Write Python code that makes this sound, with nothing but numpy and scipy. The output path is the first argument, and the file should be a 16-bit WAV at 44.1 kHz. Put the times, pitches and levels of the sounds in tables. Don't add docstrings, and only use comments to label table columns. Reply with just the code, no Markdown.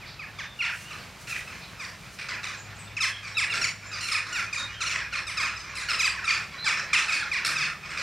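import sys
import numpy as np
from scipy import signal
from scipy.fft import rfft, irfft, next_fast_len
from scipy.io import wavfile

SR = 44100
rng = np.random.default_rng(int(sys.argv[2]) if len(sys.argv) > 2 else 0)


def wav_record(signal):
    frames = np.transpose(np.atleast_2d(signal))
    bounded = np.clip(frames, -1, 1)
    quanta = np.round(bounded * 32767).astype(np.int16)
    wavfile.write(sys.argv[1], SR, quanta)


N = 353682
TOP_HZ = 15750
USUAL_DB, USUAL_FALL_S, USUAL_HZ = -32, .05, 1320

# (frequency [Hz], relative density [dB])
TOWN_SPECTRUM = [(15, -42), (25, -23), (42, -5), (107, 2.5), (169, 2), (260, -10.5), (421, -12.5),
                 (826, -11), (1340, -8.5), (1660, -11), (2360, -9), (3170, -14), (5010, -16.5),
                 (10100, -31), (12800, -29), (15500, -39)]
# (time [s], firing rate [Hz], fundamental level [dB], second harmonic re first [dB])
ENGINE_RUN = [(0, 62, -64, 6), (4.55, 62.5, -63, -6), (4.7, 62.6, -53.5, -14), (6, 62.7, -54, -28),
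              (6.6, 63.4, -58.5, -15), (7.3, 69.6, -58, -20), (7.55, 72, -63.5, 16.5), (8.02, 76, -59, -1)]
# (time [s], level [dB])
HUM_LEVEL = [(0, -57), (2.3, -62), (2.7, -48.5), (4.6, -52), (6.3, -56), (8.02, -76)]
# (frequency [Hz], gain [dB])
THROAT_RESONANCES = [(380, -22.5), (560, -16), (800, -22.5), (1200, -7.5), (1550, 2.5), (2000, -1),
                     (2500, 2.5), (3150, -11.5), (4000, -8.5), (5200, -8), (6700, -17), (8100, -21.5),
                     (10000, -34.5), (14000, -50.5), (16000, -64)]
# (time [s], starting pitch [Hz], fall time [s], starting roughness [0-1], level [dB],
# bill opening [dB], treble [dB]); an open bill turns 'kya' to 'chak', a bird facing us has more treble
JACKDAW_CALLS = [(.013, 1286, 0.043, .03, -46.5, 0.5, -12), (.189, 1316, 0.047, 0.045, -39.5, 3, -19),
                 (.385, 1234, 0.028, 0.14, -34.5, 4, -4), (.588, 1420, 0.037, .02, -28.5, -15, -23),
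                 (.619, 1435, 0.046, 0.25, -31, -5.5, -6), (.63, 1060, 0.041, .1, -36.5, 3.5, -18),
                 (.668, 1313, 0.037, .15, -39.5, -7.5, -6), (0.674, 997, 0.033, .06, -33.5, -0.5, -35),
                 (0.725, 980, 0.042, .15, -57, 4.5, -17), (0.88, 1500, 0.054, 0.17, -45, -11, -3),
                 (0.905, 1327, 0.046, 0.19, -43, 13, -6), (1.271, 1403, 0.09, 0.49, -35, -4, -10),
                 (1.473, 1306, 0.077, 0.43, -44, 1.5, -10), (1.793, 1265, 0.059, 0.32, -38, 7.5, 3.5),
                 (2.186, 1252, 0.036, 0.86, -36.5, -0.5, 4), (2.285, 1370, 0.028, 0.64, -33.5, 9, 2),
                 (2.308, 1103, 0.048, .08, -36, 4, -20), (2.43, 1358, 0.033, 0.5, -34, 0, 5),
                 (2.466, 1290, 0.076, 0.44, -40, 9.5, 3), (2.965, 1369, 0.026, 0.26, -30, -3.5, -7),
                 (3.003, 1338, 0.045, 0.024, -24.5, -2.5, 3.5), (3.039, 1246, 0.019, 0.46, -32, 5, 13),
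                 (3.228, 1230, 0.089, 0.52, -41, 5.5, 4), (3.367, 1347, .04, 0.028, -24, -6, 3.5),
                 (3.416, 1243, 0.03, 0.15, -28.5, -2.5, -17), (3.496, 1407, 0.051, 0.12, -30, -8, -3),
                 (3.537, 1440, 0.045, 0.77, -30, 5, 5), (3.612, 1433, 0.044, 0.26, -25.5, -5, 4.5),
                 (3.914, 1309, 0.077, 0.52, -36, 3, 3), (4.006, 1422, 0.11, 0.46, -33.5, -4, 11),
                 (4.114, 1338, 0.034, 0.16, -27, 3, 8), (4.147, 1303, 0.039, 0.29, -29, 0.5, -8),
                 (4.262, 1297, 0.058, 0.48, -41, 12.5, 9), (4.323, 1470, .07, 0.26, -32, 3, 9),
                 (4.351, 963, 0.049, 0.074, -32.5, 5, -5), (4.526, 1265, 0.033, .2, -31, -2.5, 8),
                 (4.57, 1280, 0.044, 0.57, -35.5, 10, 13), (4.804, 1450, .036, 0.31, -29, 6.5, 6.5),
                 (4.859, 1459, .06, 0.43, -31, -3.5, 6.5), (4.915, 1323, 0.054, 0.55, -30.5, 2.5, -2),
                 (4.985, 1105, 0.044, 0.09, -35, -1, -14), (5.123, 1461, 0.036, 0.28, -31, -3, -7),
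                 (5.151, 1301, .041, 0.36, -33.5, 8.5, 6.5), (5.266, 1325, 0.045, .22, -34, 2, 8.5),
                 (5.368, 1348, 0.057, 0.32, -28, 5.5, 7.5), (5.433, 1307, 0.053, 0.34, -31.5, 4, -4),
                 (5.555, 1312, 0.061, .2, -41.5, 2.5, 5), (5.751, 1385, 0.044, 0.43, -37, -2.5, 16),
                 (5.775, 1047, 0.069, 0.22, -36.5, 0, 5), (5.885, 1452, 0.051, 0.45, -26.5, 1, 4),
                 (5.986, 1363, .042, .04, -24.5, -2, 10), (6.042, 1325, 0.035, 0.22, -24, -1.5, 5.5),
                 (6.145, 1134, 0.046, 0.1, -37, 6.5, -19), (6.24, 1371, 0.044, .29, -33, 2.5, 2),
                 (6.276, 1240, .04, 0.27, -23.5, -2.5, 1.5), (6.31, 1374, 0.057, 0.29, -31.5, 1.5, 2),
                 (6.342, 911, 0.053, .1, -36, 2.5, -15), (6.64, 939, 0.047, 0.093, -29, 6, 16),
                 (6.662, 1376, 0.033, .16, -24.5, 4.5, 2.5), (6.705, 1280, 0.037, 0.25, -30, 0, -1),
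                 (6.77, 1457, 0.031, 0.51, -30, 4, -4), (6.929, 1256, 0.027, 0.28, -20.5, 0, 3.5),
                 (6.947, 1395, 0.045, 0.23, -25.5, -5.5, 1.5), (6.972, 1370, 0.05, 0.41, -30.5, 3.5, 6),
                 (7.02, 945, 0.073, 0.12, -37.5, 5, 7), (7.08, 1319, 0.047, 0.34, -27.5, -2, 5),
                 (7.118, 1336, 0.05, 0.52, -28, -3, 8.5), (7.189, 992, 0.048, 0.3, -33, 6, -3),
                 (7.313, 1260, .039, 0.2, -27.5, 0, 5.5), (7.355, 1180, 0.039, 0.16, -31.5, 3.5, -18),
                 (7.447, 1373, 0.029, 0.61, -25, 1, 16.5), (7.486, 1249, 0.045, 0.44, -31, 6.5, 6),
                 (7.551, 1313, .068, 0.22, -29.5, 0, 2), (7.598, 1272, 0.056, 0.088, -30, -2.5, 0),
                 (7.649, 866, 0.055, 0.26, -40, 2.5, -12), (7.89, 1305, 0.045, 0.54, -37, 2, -2),
                 (7.972, 1261, 0.051, 0.58, -32.5, 4, 7)]
# (time [s], level [dB])
FLOCK_LEVEL = [(0, -72), (1.4, -48.5), (2.8, -47.5), (3.4, -41.5), (8, -38)]
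# (delay [s], gain [dB])
WALL_REFLECTIONS = [(0.01, -12), (0.028, -11.5), (0.044, -7.5), (0.067, -14.5)]
# (frequency [Hz], relative gain [dB])
ECHO_SPECTRUM = [(400, 15), (1200, 6.5), (2400, 3.5), (5000, 1), (9000, 3.5), (15000, 0.5)]
# (time [s], length
# [s], first pitch [Hz], last pitch [Hz], level [dB], quaver [share of pitch])
WHISTLE_NOTES = [(0.056, 0.073, 4680, 3970, -49, 0.16), (0.351, 0.21, 3690, 3580, -54, 0.029),
                 (.77, 0.18, 2750, 2860, -54, 0.026), (0.982, 0.048, 4960, 4150, -53.5, 0.027),
                 (1.61, 0.054, 4900, 3520, -50, 0.11), (2.57, 0.048, 7740, 6430, -51.5, .01),
                 (2.756, 0.027, 8000, 6200, -55, 0.026), (2.779, .059, 8270, 7700, -53.5, .01),
                 (2.87, 0.019, 3580, 3600, -51, 0.012), (3.114, 0.063, 3280, 3200, -44, 0.038),
                 (3.345, 0.048, 3870, 3800, -39, .02), (3.858, 0.049, 7140, 7170, -51.5, 0.0072),
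                 (4.571, 0.077, 3755, 3716, -38, 0.0077), (4.68, 0.077, 2880, 2850, -50.5, .02),
                 (4.73, 0.065, 3170, 3100, -49, 0.019), (6.578, .082, 3940, 4150, -41, .022)]
# (peak time [s], half width at quarter amplitude [s], level [dB])
RUSTLE_SWELLS = [(.8, 0.19, -55.5), (1.35, 0.24, -48), (2.05, 0.4, -56)]
# (frequency [Hz], side minus mid [dB])
STEREO_WIDTH = [(60, -34), (250, -5), (500, -20.5), (1200, -13), (2400, -29), (4500, -21.5), (8000, 1),
                (13000, -8.5)]
# (frequency [Hz], leftward lean before each ear's weighting [dB])
STEREO_LEAN = [(60, 4.5), (140, 4), (260, -3), (500, -6.5), (1100, -2.5), (4000, -1), (8000, 1.1)]


def undb(db):
    return 10 ** (np.asarray(db) / 20)


def unit(x):
    return x / np.sqrt(np.mean(x ** 2) + 1e-20)


def curves(table):
    s, *columns = np.transpose(table)
    return [np.interp(np.arange(N) / SR, s, c) for c in columns]


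def colour(x, points, scale=1):
    size = next_fast_len(len(x) + 512)
    hz, db = np.transpose(points)
    f = np.maximum(np.arange(size // 2 + 1) * SR / size, 1)
    gain = undb(scale * np.interp(np.log(f), np.log(hz), db))
    return irfft(rfft(x, size) * gain, size)[:len(x)]


def wander(n, rate):
    at = np.arange(n) * rate / SR
    knots = rng.standard_normal(4096)
    return np.interp(at % len(knots), np.arange(len(knots)), knots)


def add(track, s, sound):
    i = int(np.clip(s * SR, 0, N - 1))
    track[i:i + len(sound)] += sound[:N - i]


def town(level_db=-47):
    return unit(colour(rng.standard_normal(N), TOWN_SPECTRUM)) * undb(level_db + 1.6 * wander(N, 5))


def engine():
    hz, db, second_db = curves(ENGINE_RUN)
    phase = 2 * np.pi * np.cumsum(hz * (1 + 0.0076 * wander(N, 6.5))) / SR
    tone = np.sin(phase) + undb(second_db) * np.sin(2 * phase)
    return np.sqrt(2) * undb(db + 0.65 * wander(N, 9.9)) * tone


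def machine_hum(second_hz=101.5, fundamental_db=-63):
    db, = curves(HUM_LEVEL)
    phase = 2 * np.pi * np.cumsum(second_hz * (1 + 0.005 * wander(N, 5.17))) / SR
    second = undb(db + 0.9 * wander(N, 6)) * np.sin(phase)
    return np.sqrt(2) * (second + undb(fundamental_db) * np.sin(phase / 2))


def syrinx(pitch_hz, fall_s, bend, rough, plunge=.43, jitter=0.064, flutter_db=5):
    n = int(.2 * SR)
    t = np.arange(n) / SR
    age = t / fall_s
    rough = np.clip(rough + 0.2 * np.minimum(age, 1.2) ** 1.8, 0, 1)
    hz = pitch_hz / (1 + plunge * np.minimum(age, 2) ** max(bend, .8))
    lurch = 0.02675 * np.minimum(age, 1.5) * wander(n, 149.1)
    hz = hz * (1 + jitter * rough * wander(n, 911.6) + lurch)
    phase = 2 * np.pi * np.cumsum(hz) / SR
    buzz = np.zeros(n)
    for k in range(1, 15):
        flutter = undb(flutter_db * min((k + 2) / 6, 1) * wander(n, 120))
        buzz += np.cos(k * phase) * (k * hz < TOP_HZ) * flutter
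    air = rng.standard_normal(n) * (1 + np.cos(phase))
    source = np.sqrt(1 - rough ** 2) * unit(buzz) + rough * unit(air)
    attack_s = 0.0028 * (1.2 - rough[0])
    envelope = (1 - np.exp(-(t / attack_s) ** 2)) * np.exp(-(age / 1.24) ** 5)
    crackle = undb(5 * rough * wander(n, 220))
    return source * envelope * crackle


def tchak(pitch_hz, fall_s, bend, rough, chest_db, bright_db, treble_db, bill_hz=5320):
    source = syrinx(pitch_hz, fall_s, bend, rough)
    tuning = (pitch_hz / USUAL_HZ) ** 0.31
    cry = colour(source, [(f * tuning, db) for f, db in THROAT_RESONANCES])
    cry = colour(cry, [(1500, chest_db), (2200, 0.0066), (2800, 0.026),
                       (4000, bright_db), (6500, bright_db), (9500, treble_db)])
    cry = colour(cry, [(bill_hz / 1.12, 0), (bill_hz, 2), (bill_hz * 1.12, 0)])
    ripple = [(f, 4 * min(f / 6000, 1) * rng.standard_normal()) for f in np.arange(1000, 16000, 300)]
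    cry = colour(cry, ripple)
    return cry / np.sqrt(np.sum(cry ** 2) / (fall_s * SR))


def near_jackdaws():
    direct, to_walls = np.zeros(N), np.zeros(N)
    for s, pitch_hz, fall_s, rough, db, open_db, treble_db in JACKDAW_CALLS:
        loud_db = db - USUAL_DB
        bend = 1.8 * (fall_s / USUAL_FALL_S) ** 0.3625 * np.exp(-0.0052 * loud_db - 0.04 * open_db)
        chest_db = -2.5 + open_db
        bright_db = -2.5 + 0.43 * open_db + 0.36 * treble_db
        cry = undb(db) * tchak(pitch_hz, fall_s, bend, rough, chest_db, bright_db, treble_db)
        add(direct, s, cry)
        add(to_walls, s, cry * undb(-0.72 - 0.0527 * loud_db))
    return direct, to_walls


def house_echoes(x, early_t60_s=0.24, late_t60_s=1.0, build_s=0.013, facets_per_s=210):
    t = np.arange(SR) / SR
    facets = rng.choice([-1, 1], SR) * (rng.random(SR) < facets_per_s / SR)
    early = unit(facets) * undb(-60 * t / early_t60_s)
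    late = rng.standard_normal(SR) * undb(-19 - 60 * t / late_t60_s)
    build_up = 1 - np.exp(-(t / build_s) ** 2)
    scatter = colour((early + late) * build_up, ECHO_SPECTRUM)
    response = undb(-3) * unit(scatter) / np.sqrt(SR)
    for delay_s, db in WALL_REFLECTIONS:
        response[int(delay_s * SR)] += undb(db)
    return signal.fftconvolve(x, response)[:N]


def far_jackdaws(count=80):
    level_db, = curves(FLOCK_LEVEL)
    out = np.zeros(N)
    for i, (when, pitch, fall, bill) in enumerate(rng.random((count, 4))):
        cry = tchak(1050 + 420 * pitch, .04 + .035 * fall, bend=1.7, rough=.55,
                    chest_db=0, bright_db=-2, treble_db=-8, bill_hz=3800 + 2000 * bill)
        add(out, (i + when) / count * N / SR, cry)
    return out * undb(level_db)


def whistles_and_rasps(quavers_per_s=800):
    out = np.zeros(N)
    for s, length_s, first_hz, last_hz, db, quaver in WHISTLE_NOTES:
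        progress = np.linspace(0, 1, int(length_s * SR))
        glide_hz = first_hz + (last_hz - first_hz) * progress
        hz = glide_hz * (1 + quaver * wander(len(progress), quavers_per_s))
        envelope = np.sqrt(progress * (1 - progress))
        add(out, s, undb(db) * unit(np.sin(2 * np.pi * np.cumsum(hz) / SR) * envelope))
    return out


def rustle(rest_db=-75):
    t = np.arange(N) / SR
    swells = sum(undb(db) / (1 + ((t - s) / width_s) ** 2) ** 2 for s, width_s, db in RUSTLE_SWELLS)
    hiss = colour(rng.standard_normal(N), [(600, -37), (2000, -2), (5500, 3.5), (9000, 0), (15000, -13)])
    flicker = undb(3.1 * wander(N, 23.8))
    return unit(hiss) * (undb(rest_db) + swells) * flicker


def spread(mid, decay_s=.014):
    t = np.arange(2048) / SR
    paths = rng.standard_normal(len(t)) * np.exp(-t / decay_s)
    scattered = signal.fftconvolve(mid, paths / np.linalg.norm(paths))[:N]
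    side = colour(scattered, STEREO_WIDTH)
    return np.array([colour(mid + side, STEREO_LEAN, 0.14), colour(mid - side, STEREO_LEAN, -0.78)])


def scene():
    direct, to_walls = near_jackdaws()
    whistles = whistles_and_rasps()
    chatter = far_jackdaws()
    echoes = house_echoes(to_walls + whistles + chatter)
    return spread(direct + whistles + echoes + engine() + machine_hum() + town() + rustle())


def record(dry):
    return signal.sosfilt(signal.ellip(10, .2, 80, TOP_HZ, fs=SR, output="sos"), dry)


dry = scene()
out = record(dry)
wav_record(out)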